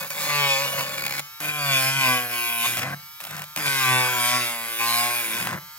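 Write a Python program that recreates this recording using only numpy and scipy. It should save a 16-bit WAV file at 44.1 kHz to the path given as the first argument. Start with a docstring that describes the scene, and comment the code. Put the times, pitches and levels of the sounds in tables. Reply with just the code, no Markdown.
"""A small electric rotary tool grinds the edge of a wooden board with a stone, in four close-up passes.
The stone's high side rubs once a turn and makes the board ring. Pressed hard, it slows and buzzes;
held lightly, it skips and bounces. Dust hisses, the stone ticks and thin squeals come and go.
Lifted off, the motor speeds up and whirs, with brush hiss and the thin whine of its speed controller.
Behind it all is the faint air of a quiet room."""
import sys
import numpy as np
from scipy import signal
from scipy.fft import rfft, irfft
from scipy.io import wavfile
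from scipy.ndimage import uniform_filter1d, map_coordinates

SR = 44100
rng = np.random.default_rng(int(sys.argv[2]) if len(sys.argv) > 2 else 0)


def to_wav(sig):
    """Store sig (one row per channel, or 1-D mono) as 16-bit WAV at the path in sys.argv[1].

    Samples outside -1..1 are clipped; the rate is SR.
    """
    pcm = np.clip(np.atleast_2d(sig), -1, 1) * 32767
    pcm = np.round(pcm).astype(np.int16)
    wavfile.write(sys.argv[1], SR, pcm.T)  # frames by channels


N = 254898
T = np.arange(N) / SR
FFT_SIZE = 9 * 2 ** 15
FREQ = np.maximum(np.arange(FFT_SIZE // 2 + 1) * SR / FFT_SIZE, 1)

# tone colour of the still room: pitch_hz, gain_db
AIR_COLOUR = [(20, -8), (60, 1), (130, 4), (250, -22), (1000, -39), (16000, -21)]
# right microphone compared with the left: pitch_hz, gain_db
STEREO_TILT = [(130, -0.2), (260, -5), (500, 1.5), (1000, -0.6), (2000, -1.5), (4000, -1.5), (8000, 3.5),
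               (13000, 2)]
# left-right difference compared with what both sides share: pitch_hz, gain_db
STEREO_SPREAD = [(130, -20.5), (260, -14.5), (500, -11), (1000, -12.5), (2000, 0.5), (4000, 0.5),
                 (8000, -0.5), (13000, -1.5)]
# how much of that difference is scattered sound: pitch_hz, share_db
STEREO_SCATTER = [(130, -2), (500, -4), (1000, -13), (2000, -33), (4000, -10), (16000, -15)]
# tones of the motor: multiple_of_shaft_speed, relative_db
MOTOR_TONES = [(5, -8), (6, 6.5), (7, -29), (8, 9.5), (9, 12.5), (10, -8), (11, 5.5), (12, -41), (13, -18),
               (14, -3), (15, 7), (16, -14), (20, -6), (21, 4.5), (36, -3), (42, -22)]
# tone colour of the brushes sliding on the motor's contacts: pitch_hz, gain_db
BRUSH_COLOUR = [(100, -14), (600, -12), (1100, 6.5), (2300, 3), (3600, 1.5), (4700, 3), (6700, 2.5),
                (7300, -6), (10200, -5), (11500, 5), (13500, 2), (14400, 9), (16000, -4)]
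# modes (pitches at which a thing likes to ring) of the motor's case: pitch_hz, width_hz, lift_db
HOUSING_MODES = [(5230, 250, 3), (11400, 460, 4), (12600, 540, 7)]
# the speed controller's whine: pitch_hz, free_running_db, rise_db_per_hz_of_slowing
WHINE_TONES = [(3903, -62.5, .17), (7806, -68, 0), (11709, -72, 0), (15612, -69, 0)]
# shaft speed on the wood, one list for each pass: time_s, speed_hz
SHAFT_SPEED = [
    [(0.0, 146.7), (0.164, 151.6), (0.184, 150.9), (0.252, 146.8), (0.4, 144.4), (0.558, 135),
     (0.616, 139.9), (0.682, 140.8), (0.738, 138.8), (0.782, 140.6), (0.824, 139.1), (0.916, 138.2),
     (1.114, 138.8), (1.142, 141.1), (1.205, 141)],
    [(1.4, 150.1), (1.436, 151.4), (1.49, 148.8), (1.558, 149), (1.762, 133.1), (1.83, 131), (1.976, 137.1),
     (2.064, 127.9), (2.352, 119.2), (2.624, 116.1), (2.67, 121), (2.756, 118.2), (2.82, 122.2),
     (2.866, 137.2), (2.9, 139.3)],
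    [(3.2, 156.8), (3.218, 155.5), (3.288, 152.1), (3.322, 154.3), (3.39, 149.6), (3.42, 147.4)],
    [(3.57, 153.4), (3.69, 139.9), (3.862, 128.4), (4.134, 124.4), (4.218, 121.2), (4.378, 124.6),
     (4.45, 119.3), (4.634, 115.7), (4.76, 114.9), (5.066, 120.5), (5.182, 119.7), (5.282, 110.8),
     (5.31, 110.6), (5.492, 129.2), (5.56, 142.4)],
]
# each pass and the base level of each part of the board's sound:
# touch_s, lift_s, body_db, rasp_db, nasal_db, low_nasal_db, drone_db, thrum_db
PASSES = [(-.1, 1.204, -35.5, -34.5, -35, -74, -50, -40.5),
          (1.405, 2.945, -33, -34.5, -40.5, -50, -42, -32), (3.2, 3.439, -37, -37, -44, -47, -52.5, -32.5),
          (3.57, 5.586, -32.5, -34, -35.5, -48.5, -41, -34.5)]
# how hard the stone rubs and cuts, one list for each pass: time_s, rub_db, dust_db
RUB_STRENGTH = [
    [(0.0, -33.5, -37), (0.068, -35, -42.5), (0.098, -62, -49), (0.106, -34.5, -38), (0.138, -38.5, -40),
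     (0.218, -32.5, -31), (0.322, -31.5, -34), (0.474, -31.5, -31.5), (0.494, -29.5, -28),
     (0.658, -30.5, -33.5), (0.714, -34.5, -37), (0.804, -29, -33.5), (0.848, -35, -38.5),
     (1.156, -34, -38), (1.195, -32.5, -38)],
    [(1.41, -35.5, -38), (1.494, -32.5, -35.5), (1.524, -35.5, -40), (1.698, -29.5, -33.5),
     (1.732, -29.5, -27), (1.886, -30, -30), (1.942, -32, -32), (2.082, -23, -30.5), (2.16, -25, -33.5),
     (2.286, -37, -43.5), (2.338, -32, -36), (2.572, -33, -38), (2.666, -31.5, -28), (2.714, -34.5, -33.5),
     (2.824, -32, -36), (2.846, -32.5, -45), (2.9, -33.5, -44), (2.94, -33, -58)],
    [(3.21, -67, -51), (3.216, -43.5, -48), (3.29, -42, -47), (3.315, -34, -44), (3.41, -35, -49),
     (3.44, -37.5, -49)],
    [(3.57, -32.5, -34.5), (3.65, -34.5, -34.5), (3.68, -30, -27.5), (3.69, -34.5, -31.5),
     (3.92, -25.5, -29), (4.12, -30, -33), (4.29, -29.5, -26), (4.31, -30, -28), (4.35, -26, -28.5),
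     (4.52, -37, -36.5), (4.57, -39, -40.5), (4.78, -37.5, -40), (4.81, -31.5, -31.5), (5.0, -31.5, -28.5),
     (5.28, -36.5, -38.5), (5.36, -33, -34), (5.44, -33.5, -36), (5.49, -33.5, -39), (5.55, -31.5, -47),
     (5.58, -40.5, -56)],
]
# the stone moves to the next of three spots: time_s
MOVE_TIMES = [1.3, 3.1]
# the stone rides loosely: start_s, end_s, bounce_0_to_1
BOUNCES = [(-.1, .28, 0.49), (.66, 1.25, 0.51), (1.3, 1.48, 0.4), (2.71, 3.0, 0.53), (3.1, 3.65, 0.5),
           (5.24, 5.4, 0.22), (5.4, 5.8, 0.79)]
# the stone hops, so every second turn lands more weakly: start_s, end_s, skip_0_to_1
SKIPS = [(.085, .2, 0.1), (.92, 1.21, 0.85)]
# the stone bites in and the nasal modes take over:
# start_s, end_s, nasal_lift_db, body_change_db, rasp_change_db, thrum_change_db
BITES = [(.29, .48, 6, 4.5, 4.5, 6.5), (1.99, 2.23, 3.5, -2.5, 1, -10.5), (2.32, 2.67, 8, -1.5, 2, -6.5),
         (2.64, 2.668, 7.5, 3, -5, -8), (4.14, 4.41, 4.5, 1.5, -3, -4.5), (4.8, 5.15, 9.5, 1, -2.5, -3)]
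# the board bobs most when the shaft turns near its lowest mode: speed_hz, gain_db
THRUM_BY_SPEED = [(114, -15), (120, -7), (129, -4), (140, -0.5), (152, -5)]
# the stone ticks as it lands, hops or catches: time_s, strength_db, treble_db
STONE_TICKS = [(0.1037, -31, 1.5), (0.8079, -25.5, -2), (1.064, -23, -5.5), (1.194, -26.5, -2),
               (1.403, -31, 1), (2.66, -24, -6), (2.771, -21, -7), (2.792, -23, -3), (2.8317, -23, -13),
               (3.2036, -30.5, -8), (3.2109, -33.5, -2), (3.239, -35, 1.5), (3.2505, -30, -5),
               (3.269, -31.5, -4), (3.309, -36, 1), (3.353, -40, -1), (3.366, -32, -2), (3.382, -35, -4),
               (3.394, -33, -3), (3.4194, -30.5, -3), (3.44, -34, -3), (3.562, -24, -1.5),
               (3.574, -23.5, -7), (3.6642, -27, 0), (5.471, -20, -10), (5.51, -28, -10)]
# the finest sizzle of the dust: time_s, strength_db
SIZZLE = [(0.0, -35), (0.07, -39.5), (0.12, -37), (0.15, -38), (0.24, -30.5), (0.31, -34), (0.82, -33.5),
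          (0.85, -39.5), (1.11, -36), (1.19, -37), (1.42, -36), (1.48, -34.5), (1.52, -40.5), (1.73, -31.5),
          (1.87, -28.5), (1.94, -38), (2.09, -29.5), (2.29, -35.5), (2.41, -31), (2.68, -29.5),
          (2.81, -37.5), (2.86, -57), (2.94, -56), (3.21, -51), (3.24, -53), (3.44, -57), (3.58, -36),
          (3.79, -31), (4.13, -33), (4.27, -28), (4.33, -34), (4.48, -32.5), (4.55, -36.5), (4.66, -36.5),
          (4.96, -27), (5.11, -32.5), (5.15, -29.5), (5.45, -35.5), (5.5, -54), (5.58, -55)]
# the stone squeals: start_s, end_s, multiple_of_shaft_speed, strength_db
SQUEALS = [(.39, .62, 25, -48), (.33, .65, 33, -49.5), (1.588, 1.74, 32, -44), (1.66, 1.811, 25, -43),
           (2.325, 2.62, 27, -53), (3.78, 4.052, 27, -50), (4.841, 4.989, 34, -44)]
# broad tone colour of the rubbing: pitch_hz, gain_db
RUB_COLOUR = [(60, -67.5), (200, -10), (340, 12), (500, 5.5), (900, 2), (1400, 7.5), (2500, -0.5),
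              (4000, 1), (6000, 1.5), (8000, -2), (11000, -2.5), (16000, -3)]
# modes of board and tool at the first spot, mid-edge: pitch_hz, width_hz, lift_db
EDGE_MODES = [(812, 56, 9.5), (1475, 63, 9), (1738, 65, 11.5), (2284, 64, 12.5), (2496, 27, 11),
              (3450, 550, 16.5), (4520, 1660, 22), (7200, 1100, 11)]
# at the second spot, near the corner: pitch_hz, width_hz, lift_db
CORNER_MODES = [(720, 110, 6), (1440, 100, -3.5), (1530, 130, 8.5), (2020, 84, 7), (2440, 280, 18),
                (3190, 900, 11.5), (4850, 230, 7.5), (6900, 760, 6.5), (11840, 6400, 13)]
# at the third spot, a little further down: pitch_hz, width_hz, lift_db
GROOVE_MODES = [(479, 31, -30), (839, 14.94, 7), (1440, 72.2, 0), (1531.3, 100, 4), (2010, 470, 3),
                (2450, 500, 8), (3415, 780, 13), (3957, 440, 2.5), (4850, 453, 10), (7140, 1790, 7),
                (8678, 494, 8.5), (10470, 930, 10), (11700, 690, 8.5), (13600, 1200, 7.5)]
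# the board's nasal-sounding mode, one row for each spot: pitch_hz, half_width_hz
NASAL_MODES = [(1114, 160), (1084, 97), (1073, 118)]
# the stone wakes one sharp mode: start_s, end_s, pitch_hz, half_width_hz, level_db
RINGS = [(0.417, 0.653, 2550, 110, -39.5), (0.487, 0.581, 3450, 90, -38), (0.647, 0.858, 2960, 110, -43),
         (0.725, 0.829, 660, 89, -38), (0.836, 0.974, 580, 39.98, -47.5), (0.97, 1.136, 2400, 130, -43),
         (1.426, 1.562, 2570, 110, -54), (1.67, 2.127, 1560, 70, -43), (2.381, 2.645, 2530, 121, -40),
         (2.634, 2.67, 3484, 300, -40), (3.646, 4.144, 1548, 50, -33.5), (3.8, 4.087, 1164, 59.7, -33.5),
         (4.786, 4.856, 2482, 199.6, -34), (4.799, 5.102, 848, 49, -37.5), (4.87, 4.997, 4065, 300, -36.5),
         (5.099, 5.4, 2422, 170.1, -44.5)]
# the groove frays and the rasp loses its pitch: start_s, end_s, extra_tearing_share
FRAYS = [(4.14, 4.45, 0.42), (4.8, 5.42, 0.42)]

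FIRM_BOUNCE = .055  # even a firmly held stone bounces this much


def undb(db):
    """Turn decibels into a gain."""
    return 10 ** (np.asarray(db) / 20)


def curve(table):
    """Join a table's timed points with straight lines, one curve for each column."""
    times, *columns = np.transpose(table)
    return [np.interp(T, times, column) for column in columns]


def spells(table, edge_s):
    """Hold each row's strengths from start to end, with a ramp at both edges."""
    return sum(np.outer(strengths, np.clip(np.minimum(T - start, end - T) / edge_s + .5, 0, 1))
               for start, end, *strengths in table)


def unit(x):
    """Scale to an average (rms) level of 1."""
    return x / np.sqrt(np.mean(x ** 2))


def running_level(x):
    """The average (rms) level around each moment."""
    return np.sqrt(np.maximum(uniform_filter1d(x ** 2, 3000), 0) + 1e-12)


def even(x):
    """Hold the level near 1, keeping the fast detail."""
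    return x / running_level(x)


def smooth_random(grid_size, places):
    """Glide smoothly through a grid of random numbers."""
    return map_coordinates(rng.standard_normal(grid_size), places, order=3, mode="grid-wrap")


def waver(depth=1.5, per_s=11):
    """A slow random drift, used for level (dB) or phase (radians)."""
    return depth * smooth_random(256, [T * per_s])


def colour(points, modes=()):
    """Gain in dB at every frequency: a broad curve with modes on top."""
    hz, db = np.transpose(points)
    peaks = sum(lift / (1 + (2 * (FREQ - pitch) / width) ** 2) for pitch, width, lift in modes)
    return np.interp(np.log(FREQ), np.log(hz), db) + peaks


def ring(x, gain_db):
    """Filter so that modes ring after each push, never before it (minimum phase)."""
    cepstrum = irfft(np.log(undb(gain_db)))
    cepstrum[1:FFT_SIZE // 2] *= 2
    cepstrum[FFT_SIZE // 2 + 1:] = 0
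    return irfft(rfft(x, FFT_SIZE) * np.exp(rfft(cepstrum)))[..., :N]


def band(x, low_hz, high_hz):
    """Keep only what lies between two frequencies, without delay."""
    sos = signal.butter(4, [low_hz, min(high_hz, SR / 2 - 100)], "band", fs=SR, output="sos")
    return signal.sosfiltfilt(sos, x)


def shifting(x, per_s=17, width_hz=210, depth_db=3.2):
    """Narrow peaks in the tone come and go as the point of contact creeps along."""
    hz, times, spectra = signal.stft(x, SR, nperseg=512)
    places = np.meshgrid(hz / width_hz, times * per_s, indexing="ij")
    return signal.istft(spectra * undb(depth_db * smooth_random((256, 256), places)), SR)[1][:N]


def room_air(level_db=-63.5):
    """The still room: faint, low noise, different in each ear."""
    return undb(level_db) * unit(ring(rng.standard_normal((2, N)), colour(AIR_COLOUR)))


def room_stereo(x, echo_s=0.44, echo_db=-18, lag_s=0.000078):
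    """Two close microphones hear the tool slightly apart in time; table and walls add a short echo."""
    age = np.arange(SR // 3) / SR
    tails = rng.standard_normal((2, len(age))) * undb(-60 * age / echo_s)
    tails = rfft(tails / np.sqrt(np.sum(tails ** 2, axis=1, keepdims=True)), FFT_SIZE)
    scattered = np.minimum(undb(colour(STEREO_SCATTER)), 1)
    # a small lag puts the difference a quarter cycle ahead of the shared sound
    lead = 1j * np.tanh(20 * np.sin(2 * np.pi * FREQ * lag_s))
    shared = rfft(x, FFT_SIZE) * (1 + undb(echo_db) * tails[0])
    side = rfft(shifting(x), FFT_SIZE) * undb(colour(STEREO_SPREAD))
    side *= np.sqrt(1 - scattered ** 2) * lead + scattered * tails[1]
    tilt = undb(colour(STEREO_TILT) / 2)
    return irfft(np.array([(shared + side) / tilt, (shared - side) * tilt]))[:, :N]


def shaft_speed(free_hz, run_up_s=.125):
    """The wood drags the shaft down; after each pass it runs up towards its free speed."""
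    hz = curve(np.vstack(SHAFT_SPEED))[0]
    next_starts = [rows[0][0] for rows in SHAFT_SPEED[1:]] + [np.inf]
    for rows, next_s in zip(SHAFT_SPEED, next_starts):
        end_s, end_hz = rows[-1]
        free = (T > end_s) & (T < next_s)
        hz[free] = free_hz + (end_hz - free_hz) * np.exp(-(T[free] - end_s) / run_up_s)
    return hz


def rough_ring(cycles, wear_per_s):
    """A rough pattern that repeats every cycle and slowly wears into a new one."""
    return even(smooth_random((256, 300), [T * wear_per_s, cycles % 1 * 300]))


def motor(turns, slowing_hz, tone_db=-50, brush_db=-46, spark=0.55, flutter=0.29, ripple=0.095):
    """The case hums, the brushes tick and spark, and the controller's whine ripples with each turn."""
    angle = 2 * np.pi * turns
    tones = sum(undb(db) * np.sin(multiple * angle + 2 * np.pi * rng.random())
                for multiple, db in MOTOR_TONES)
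    brushes = rough_ring(turns, wear_per_s=2.77) + spark * rng.standard_normal(N)
    brushes *= 1 + flutter * np.cos(2 * angle)
    brushes = ring(brushes, colour(BRUSH_COLOUR, HOUSING_MODES))
    whine = sum(undb(db + rise * slowing_hz + waver()) * np.sin(2 * np.pi * hz * T + waver())
                for hz, db, rise in WHINE_TONES)
    current = 1 + ripple * (np.cos(angle) + np.cos(2 * angle))
    return undb(tone_db) * unit(tones) + undb(brush_db) * unit(brushes) + np.sqrt(2) * whine * current


def hand(attack_s=0.0026, release_s=0.0024):
    """How the stone is held: how much it touches, bounces and skips, each from 0 to 1."""
    touch = sum(np.clip((T - on) / attack_s, 0, 1) * np.clip((off - T) / release_s + 1, 0, 1)
                for on, off, *_ in PASSES)
    bounce = np.clip(spells(BOUNCES, edge_s=.13)[0], FIRM_BOUNCE, 1)
    skip = np.clip(spells(SKIPS, edge_s=0.2)[0], 0, 1)
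    return touch, bounce, skip


def part_levels(shaft_hz, bounce, skip, usual_rub_db=-30, usual_dust_db=-34):
    """Each part's strength in dB: harder rubbing is louder; bites, bounce and skip tip the balance."""
    passes = np.array(PASSES)
    body, rasp, nasal, low_nasal, hum, bob = passes[np.searchsorted(passes[1:, 0], T), 2:].T
    bite_nasal, bite_body, bite_rasp, bite_thrum = spells(BITES, edge_s=0.012)
    rub_db, dust_db = curve(np.vstack(RUB_STRENGTH))
    press = rub_db - usual_rub_db
    cutting = dust_db - usual_dust_db
    singing = 1.58 * press + bite_nasal - 12 * skip
    # a hollow mode howls up and dies away as the stone crosses one place in the first pass
    past_peak_s = T - 0.61
    howl = -33.5 - np.maximum(-12 * past_peak_s, 28 * past_peak_s)
    tuning = np.interp(shaft_hz, *np.transpose(THRUM_BY_SPEED))
    # a bouncing stone knocks more than it cuts; low modes waver as the contact creeps
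    return {"body": body + press + bite_body,
            "rasp": rasp + 0.35 * press + 0.85 * cutting + bite_rasp - 7.5 * bounce + 5 * skip,
            "dust": dust_db,
            "sizzle": curve(SIZZLE)[0],
            "nasal": nasal + singing,
            "low nasal": low_nasal + singing + waver(),
            "howl": howl + press,
            "drone": hum + 0.83 * press + 4.5 * bounce + 7 * skip + waver(),
            "thrum": bob + tuning + 1.95 * press + bite_thrum + 4.5 * bounce - 0.5 * skip + waver()}


def stone_ticks(gain_db=-9, decay_s=.003, treble_hz=3500):
    """Short clicks and ticks, sharp or dull, as the stone lands, hops or catches."""
    force = np.zeros(N)
    age = np.arange(1024) / SR
    for time_s, strength_db, treble_db in STONE_TICKS:
        noise = rng.standard_normal(len(age))
        tick = noise + (undb(treble_db) - 1) * band(noise, treble_hz, SR / 2)
        start = int(time_s * SR)
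        force[start:start + len(age)] += undb(strength_db + gain_db) * tick * np.exp(-age / decay_s)
    return ring(force, colour([(100, -65), (600, 17.5), (1500, 17), (4500, 15), (8000, 11.5),
                               (15000, 15.5)], modes=[(2430, 100, 3.6)]))


def wood(forces, spot):
    """The board colours each force with the modes of the spot that the stone is on."""
    return sum(ring(np.array(forces) * (spot == k), colour(RUB_COLOUR, modes))
               for k, modes in enumerate([EDGE_MODES, CORNER_MODES, GROOVE_MODES]))


def dust(bump, grit, fibres, pressure, bounce, spot, db, reflection_s=.0016, spray_db=-9):
    """Grit and torn fibre scrape, hiss and sizzle: a direct sound and a wide stereo spray."""
    chips = even(pressure * rng.standard_normal(N))
    repeating = .5 * bump + grit
    reflected = np.roll(repeating, int(reflection_s * SR))  # off the table
    # each pair holds the direct sound, then the spray
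    scraping = wood([shifting(repeating + (bounce + .5) * fibres), shifting(reflected + chips)], spot)
    tearing = wood([shifting(.9 * grit + fibres), shifting(chips)], spot)
    scrape = even(band(scraping, 2800, 5700)) * undb((db["rasp"] + db["dust"]) / 2 - 3)
    hiss = even(band(tearing, 5500, 10000)) * undb(db["dust"] - 6.5)
    sizzle = even(band(tearing, 9700, 18000)) * undb(db["sizzle"] - 2)
    direct, spray = scrape + hiss + sizzle
    return direct, undb(spray_db) * np.array([spray, -spray])


def squeals(turns, throb=.7, jitter_rad=.55, jitter_per_s=170):
    """Thin, rough whines that glide with the shaft and swell as the high side comes round."""
    jitter = jitter_rad * smooth_random(1024, [T * jitter_per_s])
    tones = np.zeros(N)
    for start, end, multiple, db in SQUEALS:
        gain = spells([(start, end, undb(db))], edge_s=0.017)[0]
        tones += gain * np.sin(2 * np.pi * (multiple * turns + rng.random()) + jitter)
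    return np.sqrt(2) * tones * (1 - throb * np.cos(2 * np.pi * turns)) * undb(waver())


def thrum(pressure, touch, driven_db, fade_db_per_s=210):
    """The whole board bobs on the table in its lowest mode, and rings on briefly when the stone lifts."""
    response = colour([(25, -30), (70, -15), (100, 14.5), (125, 2), (170, 21.5), (240, -1), (600, -63)],
                      modes=[(135, 42, 9)])
    # the level may jump up, but can only fall as fast as the fade
    fade = fade_db_per_s * T
    db = np.maximum.accumulate(np.where(touch > 0, driven_db, -np.inf) + fade) - fade
    return even(ring(pressure.mean() - pressure, response)) * uniform_filter1d(undb(db), size=900)


def drone(force):
    """The board's low bending modes hum under the buzz."""
    return even(ring(force, colour([(100, -56.5), (170, 4.5), (210, 9), (260, -1.5), (310, 4),
                                    (380, 0.5), (450, -1), (700, -32.5)])))


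def sing(force, hz, half_width_hz):
    """One strong board mode fed by the stone: the same peak filter, run twice."""
    b, a = signal.iirpeak(hz, hz / (2 * half_width_hz), fs=SR)
    return even(signal.lfilter(b, a, signal.lfilter(b, a, force)))


def knocks(samples_from_hit, strength, bass_lag_s=.0007, knee_hz=1300):
    """A click at each hit, smeared into a chirp because low bending waves travel more slowly."""
    clicks = np.sinc(samples_from_hit) * np.exp(-(samples_from_hit / 6) ** 2) * strength
    lag_cycles = bass_lag_s * knee_hz * np.arctan(FREQ / knee_hz)
    return irfft(rfft(clicks, FFT_SIZE) * np.exp(-2j * np.pi * lag_cycles))[:N]


def rubbing(turns, bounce, skip, arc_turns=0.29, stray=0.184, scrape_s=.009):
    """The stone's high side bumps and its grit scrapes once a turn, while fibres tear at random."""
    turn = turns.astype(int)
    turns_per_sample = np.gradient(turns)
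    position = turns % 1 - .5
    # a loose stone lands early or late, hard or soft
    timing, hardness = np.clip(rng.standard_normal((1024, 2)), -2, 2)[turn].T
    from_hit = position - np.clip(stray * (bounce - FIRM_BOUNCE / 2) * timing, -.4, .4)
    weight = undb(2.5 * bounce * hardness)
    landed = 1 - skip * (turn % 2)
    # a hopping stone digs in for longer and drags less between landings
    dig = np.exp(-(from_hit / (arc_turns * (1 + skip / 2))) ** 2 / 2)
    drag = 1 - skip
    pressure = weight * (landed * dig + drag)
    bump = -even(knocks(from_hit / turns_per_sample, weight * landed))
    # each turn sets off nearly the same scrape, whatever the speed
    since_s = position / (turns_per_sample * SR)
    grit = even(pressure * rough_ring(since_s / scrape_s, wear_per_s=7))
    fibres = even(pressure * rng.standard_normal(N))
    # the looser the stone, the weaker the parts that repeat
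    return (1 - bounce) * bump, (1 - bounce) * grit, fibres, pressure


def grinding(bump, grit, fibres, bounce, spot, db):
    """The main buzz: knocks and scrapes ring the board, with more tearing when the stone is loose."""
    frayed = spells(FRAYS, edge_s=0.025)[0] * band(fibres, 1300, 18000)
    body_force = 1.15 * bump + grit + (bounce + .24) * fibres + frayed
    rasp_force = bump + grit + (bounce + .17) * fibres + frayed
    low, middle = wood([body_force, shifting(rasp_force)], spot)
    body = band(low, 420, 2050) / running_level(band(low, 1250, 2050)) * undb(db["body"])
    rasp = even(band(middle, 1950, 2900)) * undb(db["rasp"])
    # the strong modes follow the steady bump more than the grit
    steady = bump + 0.64 * grit + 0.19 * bounce * fibres
    howl = sing(steady, hz=563, half_width_hz=35) * undb(db["howl"]) * (spot == 0)
    nasal = sum(sing(steady, *mode) * (spot == k) for k, mode in enumerate(NASAL_MODES))
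    nasal *= undb(db["nasal"])
    low_nasal = sing(steady, hz=785, half_width_hz=54) * undb(db["low nasal"])
    ring_force = steady + .15 * fibres + frayed
    rings = sum(sing(ring_force, *mode) * spells([(start, end, undb(level_db))], edge_s=0.017)[0]
                for start, end, *mode, level_db in RINGS)
    hum = drone(bump + grit + bounce * fibres) * undb(db["drone"])
    return body + rasp + howl + nasal + low_nasal + rings + hum


def scene(free_hz=156.15):
    """The tool grinds the board in a quiet room; one turning shaft sets the pace."""
    shaft_hz = shaft_speed(free_hz)
    turns = .5 + np.cumsum(shaft_hz) / SR
    spot = np.searchsorted(MOVE_TIMES, T)
    touch, bounce, skip = hand()
    db = part_levels(shaft_hz, bounce, skip)
    bump, grit, fibres, pressure = rubbing(turns, bounce, skip)
    hiss, spray = dust(bump, grit, fibres, pressure, bounce, spot, db)
    buzz = grinding(bump, grit, fibres, bounce, spot, db)
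    board = touch * (buzz + squeals(turns) + hiss) + thrum(pressure, touch, db["thrum"])
    air = room_air()
    tool_and_board = board + stone_ticks() + motor(turns, slowing_hz=free_hz - shaft_hz)
    return room_stereo(tool_and_board) + touch * spray + air


def record(dry, top_hz=16000):
    """Cut away the very highest treble."""
    return signal.sosfilt(signal.ellip(10, .2, 80, top_hz, fs=SR, output="sos"), dry)


dry = scene()
out = record(dry)
to_wav(out)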